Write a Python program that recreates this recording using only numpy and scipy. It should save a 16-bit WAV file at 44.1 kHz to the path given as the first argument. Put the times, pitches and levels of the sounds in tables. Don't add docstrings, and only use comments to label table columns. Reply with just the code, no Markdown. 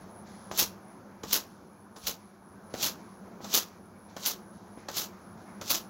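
import sys
import numpy as np
from scipy import signal
from scipy.io import wavfile
from scipy.ndimage import uniform_filter1d

SR = 44100
rng = np.random.default_rng(int(sys.argv[2]) if len(sys.argv) > 2 else 0)


def to_wav(s):
    ch = np.atleast_2d(s).T
    pcm = np.round(np.clip(ch, -1, 1) * 32767)
    wavfile.write(sys.argv[1], SR, pcm.astype(np.int16))


def gain_from_db(level_db):
    decades = np.asarray(level_db, float) / 20
    return 10 ** decades


N = 259749
SINCE = np.arange(SR // 2) / SR

# frequency [Hz], density [dB per Hz].
SCRAPE_CURVE = [(710, -22.5), (1200, -10.5), (1350, -10), (1920, -13.5), (3400, -3), (3700, -3),
                (4080, -1.5), (4950, -3), (6070, -0.5), (6980, -3.5), (8550, -18), (11400, -5.5),
                (15600, -4.5)]
# start [s], jolt rise [s], jolt level [dB], time to rip [s], strain at rip [dB].
PULLS = [
    (0.511, 0.003, -43, 0.085, -31),
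    (1.23, 0.0048, -44.5, 0.1, -32.5),
    (1.955, 0.01, -50.5, 0.12, -37.5),
    (2.734, 0.0066, -44, 0.08, -34.5),
    (3.398, 0.019, -62, 0.044, -52),
    (3.439, 0.0063, -44, 0.099, -32.5),
    (4.162, 0.0043, -44.5, 0.096, -33.5),
    (4.883, 0.0029, -42, 0.071, -39.5),
    (5.61, 0.004, -42, 0.1, -30.5),
]
# time [s], level [dB].
FAN_LEVEL = [(0.0, -46), (0.75, -47.5), (0.95, -48.5), (1.31, -49), (1.82, -51.5), (1.92, -51.5),
             (2.39, -53), (2.69, -47.5), (2.84, -45), (3.07, -48), (3.46, -46), (3.62, -50), (4.59, -48.5),
             (4.99, -47.5), (5.18, -47.5), (5.56, -46), (5.89, -47)]


def evened(x):
    return x / np.sqrt(np.mean(x ** 2) + 1e-20)


def along(rows, column=1):
    rows = np.asarray(rows)
    return np.interp(np.arange(N) / SR, rows[:, 0], rows[:, column])


def colour(x, points):
    f, db = np.transpose(points)
    hz = abs(np.fft.fftfreq(4096, 1 / SR))
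    log_gain = np.log(gain_from_db(np.interp(np.log(hz + 1), np.log(f), db)))
    taps = np.fft.ifft(np.exp(np.conj(signal.hilbert(log_gain)))).real[:2048]
    return signal.oaconvolve(x, taps)[:len(x)]


def band(x, low_hz, high_hz):
    return signal.sosfilt(signal.butter(4, [low_hz, high_hz], "bandpass", fs=SR, output="sos"), x)


def low_pass(x, hz):
    return signal.lfilter(*signal.butter(2, hz, fs=SR), x)


def resonate(x, hz, width_hz):
    turn = np.exp(2j * np.pi * np.cumsum(hz * np.ones(len(x))) / SR)
    r = np.exp(-np.pi * width_hz / SR)
    return 2 * (turn * signal.lfilter([1 - r], [1, -r], x / turn)).real


def rung_noise(hz, width_hz):
    return resonate(resonate(rng.standard_normal(N), hz, width_hz), hz, width_hz)


def grains(per_s, spread_db):
    draw = rng.random((3, N))
    sign = np.sign(draw[0] - .5)
    return sign * (draw[1] < per_s / SR) * gain_from_db(-spread_db * np.log(draw[2] + 0.046))


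def add(mix, s, sound):
    part = mix[round(s * SR):][:len(sound)]
    part += sound[:len(part)]


def summed(parts):
    power = np.zeros(N)
    for s, gain in parts:
        add(power, s, gain ** 2)
    return np.sqrt(abs(uniform_filter1d(power, size=90)))


def effort():
    # start [s], rise [s], peak [dB], hold [s], first brightness [dB].
    rips = [
        (0.576, 0.02, -22.5, 0.0066, 2),
        (0.621, 0.0055, -33.5, 0.0086, -4),
        (1.327, 0.003, -25.5, 0.036, 5.5),
        (2.065, 0.004, -31, 0.028, 0),
        (2.818, 0.013, -26, 0.046, -2.5),
        (3.537, 0.0046, -22.5, 0.045, -3),
        (4.258, 0.012, -30.5, 0.04, 3.5),
        (4.961, 0.0087, -30, 0.062, -3),
        (5.696, 0.0099, -27, 0.016, 3),
        (5.74, 0.0038, -28, 0.008, -18),
    ]
    jolt_fade_db_per_s, strain_db_per_s = 404, 338
    slack_db = -12.5
    rise_db, sag_db_per_s, fall_db_per_s = 15.5, 128, 378
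    trail_db, trail_db_per_s = -28, 159
    dulls_s, late_top_db, dulls_db_per_s = 0.013, -1.5, 25
    rip_body_db, flap_db, flap_s = -11.5, -8, 0.022
    jolt, slack, strain, trail = (-18, 5), (-3, -8), (-10, -12), (-4, 0)

    t, phases = SINCE, []
    for s, rise, jolt_db, wait, strain_db in PULLS:
        on = (t < wait + .01) * np.minimum(t / rise, 1) ** 2
        fading_db = jolt_db - jolt_fade_db_per_s * np.maximum(t - rise, 0)
        building_db = strain_db + strain_db_per_s * np.minimum(t - wait, 0)
        phases.append((s, on * gain_from_db(fading_db), *jolt))
        phases.append((s, on * gain_from_db(jolt_db + slack_db), *slack))
        phases.append((s, on * gain_from_db(building_db), *strain))
    for s, rise, peak_db, hold, top_db in rips:
        after = np.maximum(t - rise, 0)
        late = np.maximum(after - hold, 0)
        db = peak_db - rise_db * np.maximum(1 - t / rise, 0)
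        db = db - sag_db_per_s * (after - late) - fall_db_per_s * late
        top = late_top_db + (top_db - late_top_db) * np.exp(-after / dulls_s) - dulls_db_per_s * after
        body = flap_db + (rip_body_db - flap_db) * np.exp(-after / flap_s)
        phases.append((s, gain_from_db(db), top, body))
        phases.append((s, (late > 0) * gain_from_db(peak_db + trail_db - trail_db_per_s * late), *trail))
    return (summed([(s, gain) for s, gain, top, body in phases]),
            summed([(s, gain * gain_from_db(top)) for s, gain, top, body in phases]),
            summed([(s, gain * gain_from_db(body)) for s, gain, top, body in phases]))


def friction(slips):
    sound = colour(slips, SCRAPE_CURVE)
    return sound / np.std(band(sound, 2500, 7500))


def strokes(level, top_level, body_level):
    # frequency [Hz], density [dB per Hz].
    flap_curve = [(150, -7.5), (300, 0.5), (600, -1), (1200, -2), (2200, -13.5), (4000, -31.5)]
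    clumps = gain_from_db(1.9 * evened(uniform_filter1d(rng.standard_normal(N), 110)))
    slips = evened(clumps * (evened(grains(6000, 2.2)) + 1.44 * rng.standard_normal(N)))
    scrape = friction(slips)
    top = signal.oaconvolve(scrape, signal.firwin(255, 8600, pass_zero=False, fs=SR), "same")
    even_top = top / np.std(band(scrape, 11700, 16900))
    flap = evened(colour(clumps * rng.standard_normal(N), flap_curve))
    return level * (scrape - top) + top_level * even_top + body_level * flap


def kicked(rows):
    t, kicks = np.arange(-66, 200) / SR, np.zeros(N)
    for (s, db), spray in zip(rows, rng.standard_normal((len(rows), 266))):
        cluster = spray * np.where(t < 0, np.exp(t / .0005), np.exp(-t / .0011))
        slip = np.sign(spray[0]) * (t == 0)
        add(kicks, s + t[0], gain_from_db(db - 1) * (slip + .4 * cluster))
    return kicks


def snaps(level):
    # time [s], peak [dB].
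    large_snaps = [(0.5764, -17.4), (0.5863, -12.9), (0.5928, -10.3), (0.5966, -8.7), (0.6038, -9.7),
                   (0.6293, -16.0), (1.3327, -4.9), (1.3425, -11.4), (1.3639, -15.2), (2.0716, -15.5),
                   (2.0753, -17.0), (2.8283, -16.8), (2.8438, -13.7), (2.8633, -15.7), (2.8705, -17.5),
                   (3.541, -9.4), (3.5474, -8.3), (3.5522, -4.4), (3.585, -17.2), (4.2614, -9.0),
                   (4.266, -13.6), (4.9154, -30.0), (4.9683, -20), (4.9841, -18.2), (4.9983, -18.8),
                   (5.7045, -11.3), (5.7137, -11.8), (5.7458, -17.4), (5.7491, -14.5), (5.756, -16.5)]
    tick_s, tick_db = 0.00032, 19.5
    strays_per_s, stray_db = 57, 3.5
    ticks = kicked([(s + rise + tick_s, db + tick_db) for s, rise, db, wait, strain_db in PULLS])
    strays = gain_from_db(stray_db) * level * grains(strays_per_s, 1.5)
    kicks = kicked(large_snaps) + low_pass(ticks, 6000) + strays
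    one_click = colour(1. * (SINCE == 0), SCRAPE_CURVE)
    return colour(kicks, SCRAPE_CURVE) / abs(one_click).max()


def thumps():
    # time [s], peak [dB], ring [Hz], sign of the first push [+1/-1], rattle share [ratio]. All rows
    # are the cloth pulling tight except the low 71.6 Hz one at 2.036 s, a puff of air.
    thuds = [(0.514, -23, 760, 1, 0.1), (0.621, -29, 310, -1, 0.64), (1.238, -30.5, 324, -1, 0.36),
             (1.964, -45, 790, 1, 0.33), (2.036, -43.5, 71.6, 1, 0.26), (2.092, -32.5, 523, 1, 0.6),
             (2.741, -25.5, 518, -1, 0.27), (2.796, -35.5, 400, -1, 0.22), (3.405, -36, 640, 1, 0.25),
             (3.445, -44, 400, 1, 0.65), (4.1665, -33.5, 574, 1, 0.24), (4.774, -36.5, 310, 1, 0.47),
             (4.887, -29, 760, 1, 0.22), (5.616, -31, 585, 1, 0.23)]
    t, out = np.arange(2600) / SR, np.zeros(N)
    for (s, db, hz, sign, rattle), noise in zip(thuds, rng.standard_normal((len(thuds), 2600))):
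        push = 1.86 * np.sign(sign) * np.sin(2 * np.pi * hz * t) * np.exp(-1.6 * hz * t)
        rough = evened(resonate(noise, hz, .8 * hz))
        tail = rattle * rough * np.exp(-t / .009) * (1 - np.exp(-t / .0015))
        add(out, s, gain_from_db(db) * (push + tail))
    return band(out, 45, 3500)


def room(x):
    t = np.arange(9000) / SR
    taps = rng.choice([-1., 1.], 9000) * (rng.random(9000) < .06) * (t > .004)
    dull = uniform_filter1d(taps, size=12)
    tail = 0.72 * dull * gain_from_db(-60 * t / 0.39) + (taps - dull) * gain_from_db(-60 * t / 0.088)
    return signal.oaconvolve(x, tail / np.linalg.norm(tail))[:N]


def swishes():
    # start [s], length [s], rustle [dB], lower fold [dB].
    moves = [(0.0, 0.11, -64, -56), (0.25, 0.26, -57.5, -54), (0.74, 0.13, -74, -62),
             (0.858, 0.16, -73, -53.5), (1.08, 0.18, -79, -56.5), (1.48, 0.19, -65, -76),
             (2.18, 0.21, -67, -59.5), (2.692, 0.075, -60, -53), (2.964, 0.19, -63, -54),
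             (3.25, 0.12, -73, -54), (3.69, 0.1, -64, -54), (4.078, 0.08, -58.5, -53),
             (4.402, 0.1, -71, -68), (4.516, 0.28, -65.5, -74), (4.768, 0.12, -60.5, -49),
             (5.117, 0.16, -65.5, -54.5), (5.365, 0.11, -62.5, -55), (5.462, 0.15, -67, -49.5)]
    rise_s, sag_db, end_s = 0.022, -7, 0.013
    brush, folds = [], []
    for s, length, brush_db, fold_db in moves:
        edge = np.clip(np.minimum(SINCE / rise_s, (length - SINCE) / end_s + 1), 0, 1)
        sag = sag_db * SINCE / length
        brush.append((s, edge * gain_from_db(brush_db + sag)))
        folds.append((s, edge * gain_from_db(fold_db + sag)))
    return summed(brush), summed(folds)


def rustle():
    brush_gain, fold_gain = swishes()
    brush = friction(evened(grains(9000, 2.1)) + 0.38 * rng.standard_normal(N))
    brush = signal.lfilter(*signal.butter(2, [2900, 7200], "bandpass", fs=SR), brush)
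    folds = evened(band(evened(grains(3000, 1.5)) + rng.standard_normal(N), 1170, 2370))
    return gain_from_db(-3.0) * brush_gain * brush + gain_from_db(-10) * fold_gain * folds


def fan():
    # frequency [Hz], density [dB per Hz].
    air_curve = [(25, -37), (55, -16), (87, -9), (139, -10.5), (198, 1), (257, -7), (373, -8.5), (450, -11),
                 (950, -11.5), (1270, -15), (1620, -19), (1900, -27.5), (2450, -35.5), (2900, -41)]
    # frequency [Hz], width [Hz], level [dB].
    frame_modes = [(98.9, 22.5, -11), (197.5, 28.7, -2), (357.4, 49, -9.5)]
    frames, bins = N // 256 + 5, 513
    a, b, patches = rng.standard_normal((frames, bins, 3)).T
    patches = evened(uniform_filter1d(uniform_filter1d(patches, 10, 0), 14, 1))
    rush = signal.istft((a + 1j * b) * gain_from_db(1.4 * patches), nperseg=1024, noverlap=768)[1][:N]
    rush = colour(rush, air_curve + [(4500, -63.5)])
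    rush = rush / np.std(band(rush, 120, 1700))
    hum = sum(gain_from_db(db) * evened(rung_noise(hz, width_hz)) for hz, width_hz, db in frame_modes)
    return gain_from_db(along(FAN_LEVEL)) * (gain_from_db(-3.5) * rush + gain_from_db(-5.5) * hum)


def chirps():
    # start [s], length [s], level [dB], wing pitch [Hz].
    trill = [(0.0, 0.053, -60, 10220), (0.08, 0.17, -60, 10250), (0.27, 0.27, -61.5, 10300),
             (0.548, 0.19, -59, 10210), (0.8, 0.18, -65.5, 10050), (0.93, 0.083, -70, 10470),
             (1.11, 0.3, -73, 10600), (1.4, 0.19, -71, 10040), (1.63, 0.26, -69.5, 10210),
             (1.91, 0.2, -63, 10180), (2.164, 0.17, -67, 10240), (2.39, 0.19, -68, 10130),
             (2.62, 0.21, -63, 10250), (2.96, 0.28, -68, 10250), (3.21, 0.12, -73, 10690),
             (3.53, 0.17, -68, 10000), (3.74, 0.19, -70, 10100), (3.955, 0.16, -64.5, 10250),
             (4.15, 0.18, -62, 10110), (4.37, 0.24, -66, 10290), (4.64, 0.21, -66, 10240),
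             (5.17, 0.2, -66.5, 10420), (5.39, 0.23, -66.5, 10170), (5.62, 0.14, -61, 10200),
             (5.79, 0.13, -64.5, 10200)]
    swell_db, swell_share, stop_s, climb_hz = -12.5, 0.53, 0.046, 150
    parts, hz = [], np.zeros(N)
    for s, length, db, pitch_hz in trill:
        swell_s = swell_share * length
        swell = swell_db * np.maximum(1 - SINCE / swell_s, 0) ** 2
        parts.append((s, np.clip((length - SINCE) / stop_s, 0, 1) * gain_from_db(db + swell)))
        t = np.arange(N) / SR - s
        hz = np.where(t >= 0, pitch_hz + 60 - climb_hz * np.clip(1 - t / swell_s, 0, 1), hz)
    return summed(parts), hz


def insects():
    pulses_per_s = 105
    drift = 0.0417 * evened(uniform_filter1d(rng.standard_normal(N), 3000))
    turns = np.cumsum(pulses_per_s * (1 + drift)) / SR
    pulses = np.maximum(np.cos(2 * np.pi * turns) + 1.35, .35)
    gain, hz = chirps()
    rasp = evened(rung_noise(hz - 170, 620))
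    tone = np.cos(2 * np.pi * np.cumsum(hz) / SR)
    lower_tone = np.cos(2 * np.pi * np.cumsum(hz - 300) / SR)
    near = gain * evened(pulses * (rasp + .8 * tone + .5 * lower_tone))
    far = gain_from_db(-75.5) * evened(rung_noise(11000, 1900))
    slow = uniform_filter1d(uniform_filter1d(rng.standard_normal(N), 1500), 1500)
    throb = gain_from_db(3.5 * evened(slow))
    low = gain_from_db(-79) * evened(throb * rung_noise(2276, 240))
    return band(near + far, 9300, 11650) + low


def hiss():
    # frequency [Hz], density [dB per Hz].
    night_curve = [(1500, -30), (2500, -5), (4500, -2), (6400, 0), (7300, -8), (8300, -22), (8900, -21),
                   (9600, -10), (11500, -9), (12200, -12.5), (15600, -6.5)]
    level_db = -69.5 + 0.89 * (along(FAN_LEVEL) + 49)
    return gain_from_db(level_db) * evened(colour(rng.standard_normal(N), night_curve))


def scene():
    level, top_level, body_level = effort()
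    towel = gain_from_db(-1.5) * strokes(level, top_level, body_level) + snaps(level) + thumps()
    return (towel + gain_from_db(-14.5) * room(towel) + rustle() + fan() + hiss() + insects())[None]


def top_cut(x):
    return signal.sosfilt(signal.butter(12, 17140, fs=SR, output="sos"), x)


def record(dry):
    edge_hz = 15850
    cut = signal.lfilter(*signal.butter(2, 40, "high", fs=SR), dry)
    limiter = signal.firwin(511, edge_hz, window=("kaiser", 9), fs=SR)
    limited = signal.oaconvolve(cut, limiter[None], "same")
    return top_cut(limited)


dry = scene()
out = record(dry)
to_wav(out)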